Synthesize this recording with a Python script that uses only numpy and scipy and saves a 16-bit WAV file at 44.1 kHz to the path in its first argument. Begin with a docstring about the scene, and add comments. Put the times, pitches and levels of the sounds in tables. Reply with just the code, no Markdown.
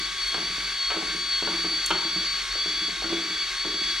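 """A battery grease gun runs without a break in a large workshop. Its motor and gears whine and whir,
and the pitch sags each time a piston stroke slows the motor. Blobs of grease drop from the hose
into an empty plastic bucket with a wet slap and a thud, and a few bubbles pop. Air spits from the
nozzle, mostly faintly; once an air pocket shoots a blob into the bucket with a hard knock.
Ventilation rumbles underneath."""
import sys
import numpy as np
from scipy import signal
from scipy.fft import rfft, irfft, next_fast_len
from scipy.io import wavfile
from scipy.ndimage import map_coordinates

SR = 44100
rng = np.random.default_rng(int(sys.argv[2]) if len(sys.argv) > 2 else 0)


def unload_wav(signal):
    """Save mono or channel-first audio to the path in sys.argv[1] as 16-bit WAV at rate SR, clipped to [-1, 1]."""
    wavfile.write(
        sys.argv[1],
        SR,
        np.round(np.clip(np.atleast_2d(signal).T, -1, 1) * 32767).astype(np.int16),
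    )


N = 176400

# Levels in dB are relative. A fade time (t60) is how long a sound takes to drop by 60 dB.
# The workshop's echo. Each row: frequency in Hz, fade time in seconds.
ECHO_FADES = [(150,1),(400,0.5),(700,0.63),(2000,0.72),(6000,0.37),(14000,0.27)]
# How alike noise is on the left and right. Each row: frequency in Hz, likeness (1 is the same).
STEREO_LIKENESS = [(50,0.98),(300,0.94),(700,0.87),(1500,0.94),(3000,0.88),(5500,0.73),(8000,0.67),(13000,0.65)]
# The left microphone against the right. Each row: frequency in Hz, extra level in dB.
MIC_BALANCE = [(60, 0.5), (110, -2), (200, 1.5), (380, -1), (700, 0.5), (1290, -0.5), (2380, 2.5),
               (4400, 1.5), (8120, -4), (15000, -1.5)]
# Each row: frequency in Hz, how far the left microphone leads in radians.
MIC_PHASE = [(50,0.19),(1100,-0.23),(2300,-0.55),(4500,-0.59),(7500,-1.3),(9000,0.008),(14000,-0.58)]

# The tone colour of each noise. 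Each row: frequency in Hz, level in dB.
DUCT_SPECTRUM = [(20,-12),(34,-7),(42,-11),(48,10.5),(54,-5),(62,-8),(80,-5),(110,-12.5),(170,-13),(300,-20),(1000,-30),(4000,-70)]
SPIT_SPECTRUM = [(1000,-34),(4500,-22),(7000,2.5),(8500,-4),(10500,-5.5),(12500,-11),(15500,-30)]
CRACK_SPECTRUM = [(300,-11),(1400,-4),(3200,0),(5000,-3),(8000,-7),(10000,-22),(15000,-34)]
SLAP_SPECTRUM = [(100,-24),(250,-9),(450,-1),(520,-5),(650,-0.5),(790,-5),(1000,-3),(1450,-1.5),(1900,-8.5),(3200,-3),(5000,-13),(8000,-16),(15000,-39)]
WHIR_SPECTRUM = [(100,-18),(250,-50),(370,-7),(520,-16),(800,-10),(1000,-9),(1300,-4.5),(2000,0.5),(2900,0),(3800,1.5),(4300,3),(4900,-3.5),(5700,-3.5),(6600,-6),(7100,-9),(8400,-14),(9400,-20.5),(10200,-19),(11000,-25),(13000,-27),(15500,-39.5)]

# Bubbles bursting in the grease. Each row: start in seconds, pitch in Hz, level in dB.
BUBBLES = [(.343,1590,-29),(.904,1050,-26),(3.021,740,-27),(3.041,1429,-23)]
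# Air leaving the nozzle. Each row: start in seconds, level in dB, fade time in seconds.
AIR_SPITS = [(.272,-43.5,0.18),(1.375,-50,0.16),(1.861,-21,0.03),(1.893,-42,0.034)]
# The bucket's modes (the notes it rings at) when hit hard. Each row: pitch in Hz, level in dB.
KNOCK_MODES = [(380,-8.5),(610,-10.5),(915,-7),(1160,-9),(1400,-1.5),(1600,-4),(2350,-8),(3080,-1.5),(3330,-6)]
# Its modes under a soft blob. Each row: pitch in Hz, level in dB, fade time in seconds.
THUD_MODES = [(161,-9,0.097),(179.5,-8,0.166),(225,-11,0.15),(270,-18.5,0.19),(311.7,-6.5,0.15),(334.4,-2.5,0.15),(371.4,-5,0.096),(420,-4,0.081),(591.5,-10.5,0.062),(709,-14,0.11),(914,-15,0.11)]
# Blobs landing. Each row: start in seconds, thud level in dB, thud centre in Hz,
# slap level in dB, slap centre in Hz.
BLOBS = [(.005,-38,168,-55,500),(0.324,-40,330,-39,1200),(.343,-31.5,300,-27.5,1410),(0.377,-30.5,300,-40.5,900),(.425,-39.5,300,-39,900),(.5,-37,201,-43,700),(.58,-37,290,-47,700),(.903,-31,800,-23.5,1220),(.915,-32,710,-28.5,1300),(.942,-33,520,-31.5,900),(.964,-24,483,-32,800),(1.023,-29.5,350,-38,800),(1.145,-33.5,270,-47,700),(1.423,-27.5,260,-29,1000),(1.473,-27,255,-25,1000),(1.531,-33,300,-36,600),(1.643,-27,354.3,-33,600),(1.712,-40,260,-51,700),(1.909,-29,320,-19.5,1400),(2.046,-31.5,200,-41,720),(2.159,-31.5,257.6,-36,596),(2.552,-41.5,257,-36,900),(2.658,-31,253,-39.5,709),(2.815,-36,296,-61,700),(2.878,-32,393,-50,700),(3.021,-38,600,-34,750),(3.043,-28.5,357.7,-33.5,1100),(3.101,-30,384,-36,700),(3.125,-22.5,410,-32,750),(3.296,-34.5,420,-46,700),(3.648,-33,370,-33,696.5),(3.662,-29.5,420,-53,600),(3.739,-34,380,-43,696),(3.813,-34.5,317,-45,700)]

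# Where the gun's housing rings. Each row: centre in Hz, width in Hz, level in dB.
HOUSING_MODES = [(1185,74,-2.5),(1577,100,2.5),(2178,183,1),(3445,150,-3.5),(3840,190,-3.5),(5736,230,-4.5)]
# Piston strokes. Each row: middle in seconds, drop in motor speed in Hz, half length in seconds.
PISTON_STROKES = [(0.3, 7.661, 0.085), (0.851, 8.75, 0.084), (1.376, 7.819, 0.081), (1.918, 9.105, 0.087),
                  (2.462, 10.309, 0.091), (2.992, 8.501, 0.095), (3.546, 8.53, 0.076),
                  (4.079, 9.009, 0.085)]
# The motor without load. Each row: time in seconds, speed in Hz (turns a second).
FREE_MOTOR_SPEED = [(0.0, 374.1), (0.55, 377.1), (1.1, 374.5), (1.65, 376.5), (2.2, 375.4), (2.7, 377),
                    (3.25, 376.8), (3.8, 375.3)]
# How four tones of the gun swell and dip. Each row: time in seconds, level in dB.
MAIN_WHINE_LEVELS = [(0.0, -37), (0.05, -32), (0.14, -44), (0.19, -33.5), (0.37, -34), (0.66, -31),
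                     (0.69, -36.5), (0.86, -28.5), (1.05, -34.5), (1.36, -30), (1.83, -31), (1.9, -33.5),
                     (2.06, -28.5), (2.08, -30.5), (2.24, -31), (2.27, -26), (2.42, -36), (2.45, -44),
                     (2.58, -30), (2.77, -32), (2.83, -27.5), (3.0, -42), (3.04, -32.5), (3.16, -37.5),
                     (3.32, -32), (3.48, -34.5), (3.52, -41), (3.59, -33), (3.87, -28.5), (4.0, -33)]
LOW_WHINE_LEVELS = [(0.0, -41), (0.13, -44.5), (0.19, -38), (0.68, -43), (0.81, -36.5), (1.02, -43.5),
                    (1.36, -37.5), (1.64, -40.5), (1.65, -42), (2.23, -36.5), (2.32, -47), (2.35, -37),
                    (2.49, -51), (2.61, -36), (2.88, -35.5), (2.97, -49), (3.14, -35), (3.26, -42.5),
                    (3.41, -33.5), (3.51, -48.5), (3.74, -33), (3.81, -37), (3.95, -32), (4.0, -39)]
GEAR_TONE_LEVELS = [(0.0, -51), (0.26, -46), (0.75, -47), (0.77, -41), (1.24, -47), (1.3, -41), (1.54, -47),
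                    (1.61, -40), (1.8, -46), (1.84, -42), (2.31, -44), (2.38, -39), (2.49, -44),
                    (3.01, -42), (3.42, -49), (3.45, -41), (3.87, -41), (4.0, -40)]
OCTAVE_LEVELS = [(0.0, -56), (0.72, -54), (0.89, -67), (0.91, -58), (1.24, -54.5), (1.4, -63), (1.56, -54),
                 (1.75, -54.5), (1.84, -64), (1.86, -52), (1.93, -62), (2.31, -59), (2.36, -68),
                 (2.45, -53), (2.56, -67), (2.9, -62), (2.99, -55), (3.09, -65), (3.31, -69), (3.58, -53),
                 (3.63, -68), (4.0, -60)]
# Weaker motor and gear tones. The three lists give each tone's multiple of the motor speed,
# its level in dB without load, and its change in dB at full load.
WEAK_MULTIPLES = [1, 3, 5.92, 6, 9.2, 9.56, 9.8, 18, 21]
WEAK_LEVELS = [-56.5, -46.5, -63, -45.5, -57, -56, -50, -56, -62.5]
WEAK_LOAD_CHANGES = [-6, -2.5, 18.5, -14, 4, -9, 2, 0, 7]


def amp(db):
    """Turn decibels into a gain to multiply by."""
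    return 10 ** (np.asarray(db) / 20)


def unit(x):
    """Scale a signal to an average power of 1."""
    return x / np.sqrt(np.mean(x ** 2) + 1e-20)


def along(points, hz):
    """Read between (Hz, value) points on a log-frequency axis."""
    freqs, values = np.transpose(points)
    return np.interp(np.log(hz + 1), np.log(freqs + 1), values)


def shape(points):
    """Turn (Hz, dB) points into a function giving the gain at any frequency."""
    return lambda hz: amp(along(points, hz))


def around(hz, centre_hz, octaves):
    """A bell-shaped gain that favours frequencies near the centre."""
    return np.exp(-0.5 * (np.log2((hz + 1) / centre_hz) / octaves) ** 2)


def curve(rows):
    """Join (seconds, value) points into one value per sample."""
    return np.interp(np.arange(N) / SR, *np.transpose(rows))


def wobble(rate):
    """A smooth curve through `rate` random values a second."""
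    return map_coordinates(rng.standard_normal(8192), [np.arange(N) * rate / SR + 2], mode="wrap")


def rise(t, seconds):
    """Climb from 0 towards 1, softening the start of a sound."""
    return 1 - np.exp(-t / seconds)


def fade(t, t60):
    """Die away by 60 dB every t60 seconds."""
    return np.exp(-np.log(1000) * t / t60)


def filtered(x, response):
    """Multiply each frequency in x by response(hz)."""
    n = x.shape[-1]
    padded = next_fast_len(n + 8192)
    return irfft(rfft(x, padded) * response(np.fft.rfftfreq(padded, 1 / SR)), padded)[..., :n]


def noise(size, colour):
    """Coloured stereo noise of power 1; left and right are less alike in the treble."""
    def response(hz):
        spread = np.arccos(np.clip(along(STEREO_LIKENESS, hz), -1, 0.999)) / 2
        return colour(hz) * np.array([np.cos(spread), np.sin(spread)])
    mid, side = filtered(rng.standard_normal((2, size)), response)
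    return unit(np.array([mid + side, mid - side]))


def tone(turns, multiple, waver_db, rough):
    """A wavering, slightly rough tone at a multiple of a shaft's speed."""
    shake = rough * (wobble(130) + 1j * wobble(130))
    wave = np.real((1 + shake) * np.exp(2j * np.pi * multiple * turns))
    return np.sqrt(2) * amp(waver_db * wobble(22.24)) * wave


def add(track, start, sound):
    """Mix a sound into the track at `start` seconds."""
    part = track[:, round(start * SR):][:, :sound.shape[-1]]
    part += sound[..., :part.shape[1]]


def in_workshop(x, echo_db=-3.5):
    """Add the room's echo, a tail of noise whose treble dies first."""
    hz, t, spectrum = signal.stft(noise(SR * 2 // 3, lambda hz: 1), SR, nperseg=256)
    tail = signal.istft(spectrum * fade(t, along(ECHO_FADES, hz)[:, None]), SR, nperseg=256)[1]
    tail = amp(echo_db) * tail / np.linalg.norm(tail[0])
    tail[:, 0] += 1  # the direct sound
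    return signal.fftconvolve(np.atleast_2d(x), tail, axes=1)


def ventilation():
    """A big slow fan hums over the rumble of its ducts."""
    hum_hz = 45.5 + 2.3 * wobble(12)
    hum = amp(-52.5) * tone(np.cumsum(hum_hz) / SR, multiple=1, waver_db=3.5, rough=0.066)
    return hum + amp(-57) * noise(N, shape(DUCT_SPECTRUM))


def bubble_pops():
    """Each bursting bubble rings briefly at one pitch."""
    out, t = np.zeros((2, N)), np.arange(SR // 4) / SR
    for start, hz, db in BUBBLES:
        ring = amp(db) * np.sin(2 * np.pi * hz * t) * fade(t, t60=0.036) * rise(t, seconds=0.002)
        add(out, start, in_workshop(ring))
    return out


def nozzle_spits():
    """Trapped air bursts out with a short bright hiss."""
    out, t = np.zeros((2, N)), np.arange(SR // 4) / SR
    for start, db, t60 in AIR_SPITS:
        hiss = amp(db) * noise(len(t), shape(SPIT_SPECTRUM)) * fade(t, t60)
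        add(out, start, in_workshop(hiss, echo_db=-8.5))
    return out


def bucket_knock():
    """The blob shot out by the air hits hard enough to ring the bucket's stiff upper modes."""
    out, t = np.zeros((2, N)), np.arange(SR // 4) / SR
    fade_cycles = 48
    ring = sum(rng.choice([-1, 1]) * amp(db) * fade(t, fade_cycles / hz) * np.sin(2 * np.pi * hz * t)
               for hz, db in KNOCK_MODES)
    crack = noise(len(t), shape(CRACK_SPECTRUM)) * fade(t, t60=0.025)
    knock = (amp(-19) * ring + amp(-23) * crack) * rise(t, seconds=0.00023)
    add(out, start=1.9052, sound=in_workshop(knock))
    return out


def bucket_thud(t, centre_hz):
    """A blob rings the bucket, a little differently each time; softer blobs reach only low modes."""
    ring = np.zeros(len(t))
    for hz, db, t60 in THUD_MODES:
        level_chance, pitch_chance = rng.standard_normal(2)
        gain = amp(db + 1.5 * level_chance) * around(hz, centre_hz, octaves=0.89)
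        pitch_hz = hz * (1 + 0.0051 * pitch_chance)
        ring += gain * fade(t, t60) * np.sin(2 * np.pi * pitch_hz * t + np.pi * pitch_chance)
    return ring * rise(t, seconds=0.0022)


def falling_blobs():
    """Each blob lands on the bottom of the bucket with a thud and a wet slap."""
    out, t = np.zeros((2, N)), np.arange(SR // 4) / SR
    for start, thud_db, thud_hz, slap_db, slap_hz in BLOBS:
        thud = amp(thud_db) * bucket_thud(t, thud_hz)
        splash = noise(len(t), lambda hz: shape(SLAP_SPECTRUM)(hz) * around(hz, slap_hz, octaves=1.27))
        slap = amp(slap_db) * splash * fade(t, t60=0.074) * rise(t, seconds=0.00053)
        add(out, start, in_workshop(thud + slap))
    return out


def housing_response(hz):
    """The gun's housing rings at its modes but is too small to give out much bass."""
    bass_cut_hz = 580
    modes = sum((-1) ** k * amp(db) * 1j * hz * width / (centre ** 2 - hz ** 2 + 1j * hz * width)
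                for k, (centre, width, db) in enumerate(HOUSING_MODES))
    return modes * (1 - np.exp(-(hz / bass_cut_hz) ** 4))


def gear_whir(load):
    """Gear teeth make a grainy noise that rings the housing and grows a touch louder under load."""
    whir = amp(-35) * noise(N, shape(WHIR_SPECTRUM))
    housing = amp(-38) * noise(N, housing_response)
    grain = unit(np.exp(0.1 * wobble(900)))
    swell_db = 0.36 * load + 0.72 * wobble(13)
    return (whir + housing) * grain * amp(swell_db)


def motor_whine(turns, load):
    """Motor and gear tones follow the shaft's speed; load makes the main whine rougher."""
    whine = (
        amp(curve(MAIN_WHINE_LEVELS) + 1) * tone(turns, 12, waver_db=-1.28, rough=0.1 + 0.22 * load)
        + amp(curve(LOW_WHINE_LEVELS) + 2) * tone(turns, 9, waver_db=1.4, rough=0.046)
        + amp(curve(GEAR_TONE_LEVELS) - 2.5) * tone(turns, 10.27, waver_db=1.6, rough=0.17)
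        + amp(curve(OCTAVE_LEVELS) - 1) * tone(turns, 24, waver_db=-0.2, rough=0.1))
    for multiple, db, load_db in zip(WEAK_MULTIPLES, WEAK_LEVELS, WEAK_LOAD_CHANGES):
        whine += amp(db + load_db * load) * tone(turns, multiple, waver_db=1, rough=0.12)
    return in_workshop(whine, echo_db=-14)[:, :N]


def grease_gun():
    """Every piston stroke loads the motor and slows it, so all its tones sag together."""
    t = np.arange(N) / SR
    squareness, flutter_hz = 2.725, 0.29
    sag_hz = sum(drop_hz * np.exp(-np.abs((t - middle) / half_length) ** squareness)
                 for middle, drop_hz, half_length in PISTON_STROKES)
    load = sag_hz / sag_hz.max()  # 0 running free, 1 at the hardest stroke
    speed_hz = curve(FREE_MOTOR_SPEED) - sag_hz + flutter_hz * wobble(35.3)
    turns = np.cumsum(speed_hz) / SR
    return motor_whine(turns, load) + gear_whir(load)


def scene():
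    """The gun, its grease and its spits of air over the ventilation."""
    return (grease_gun() + falling_blobs() + bucket_knock() + bubble_pops() + nozzle_spits()
            + ventilation())


def record(dry):
    """Two close microphones, slightly different in tone colour, that miss the highest treble."""
    side, top_hz = np.array([[0.5], [-0.5]]), 15750  # left and right each take half the difference

    def response(hz):
        balance = amp(side * along(MIC_BALANCE, hz))
        phase_shift = np.exp(1j * side * along(MIC_PHASE, hz))
        return balance * phase_shift * (hz < top_hz)
    return filtered(dry, response)


dry = scene()
out = record(dry)
unload_wav(out)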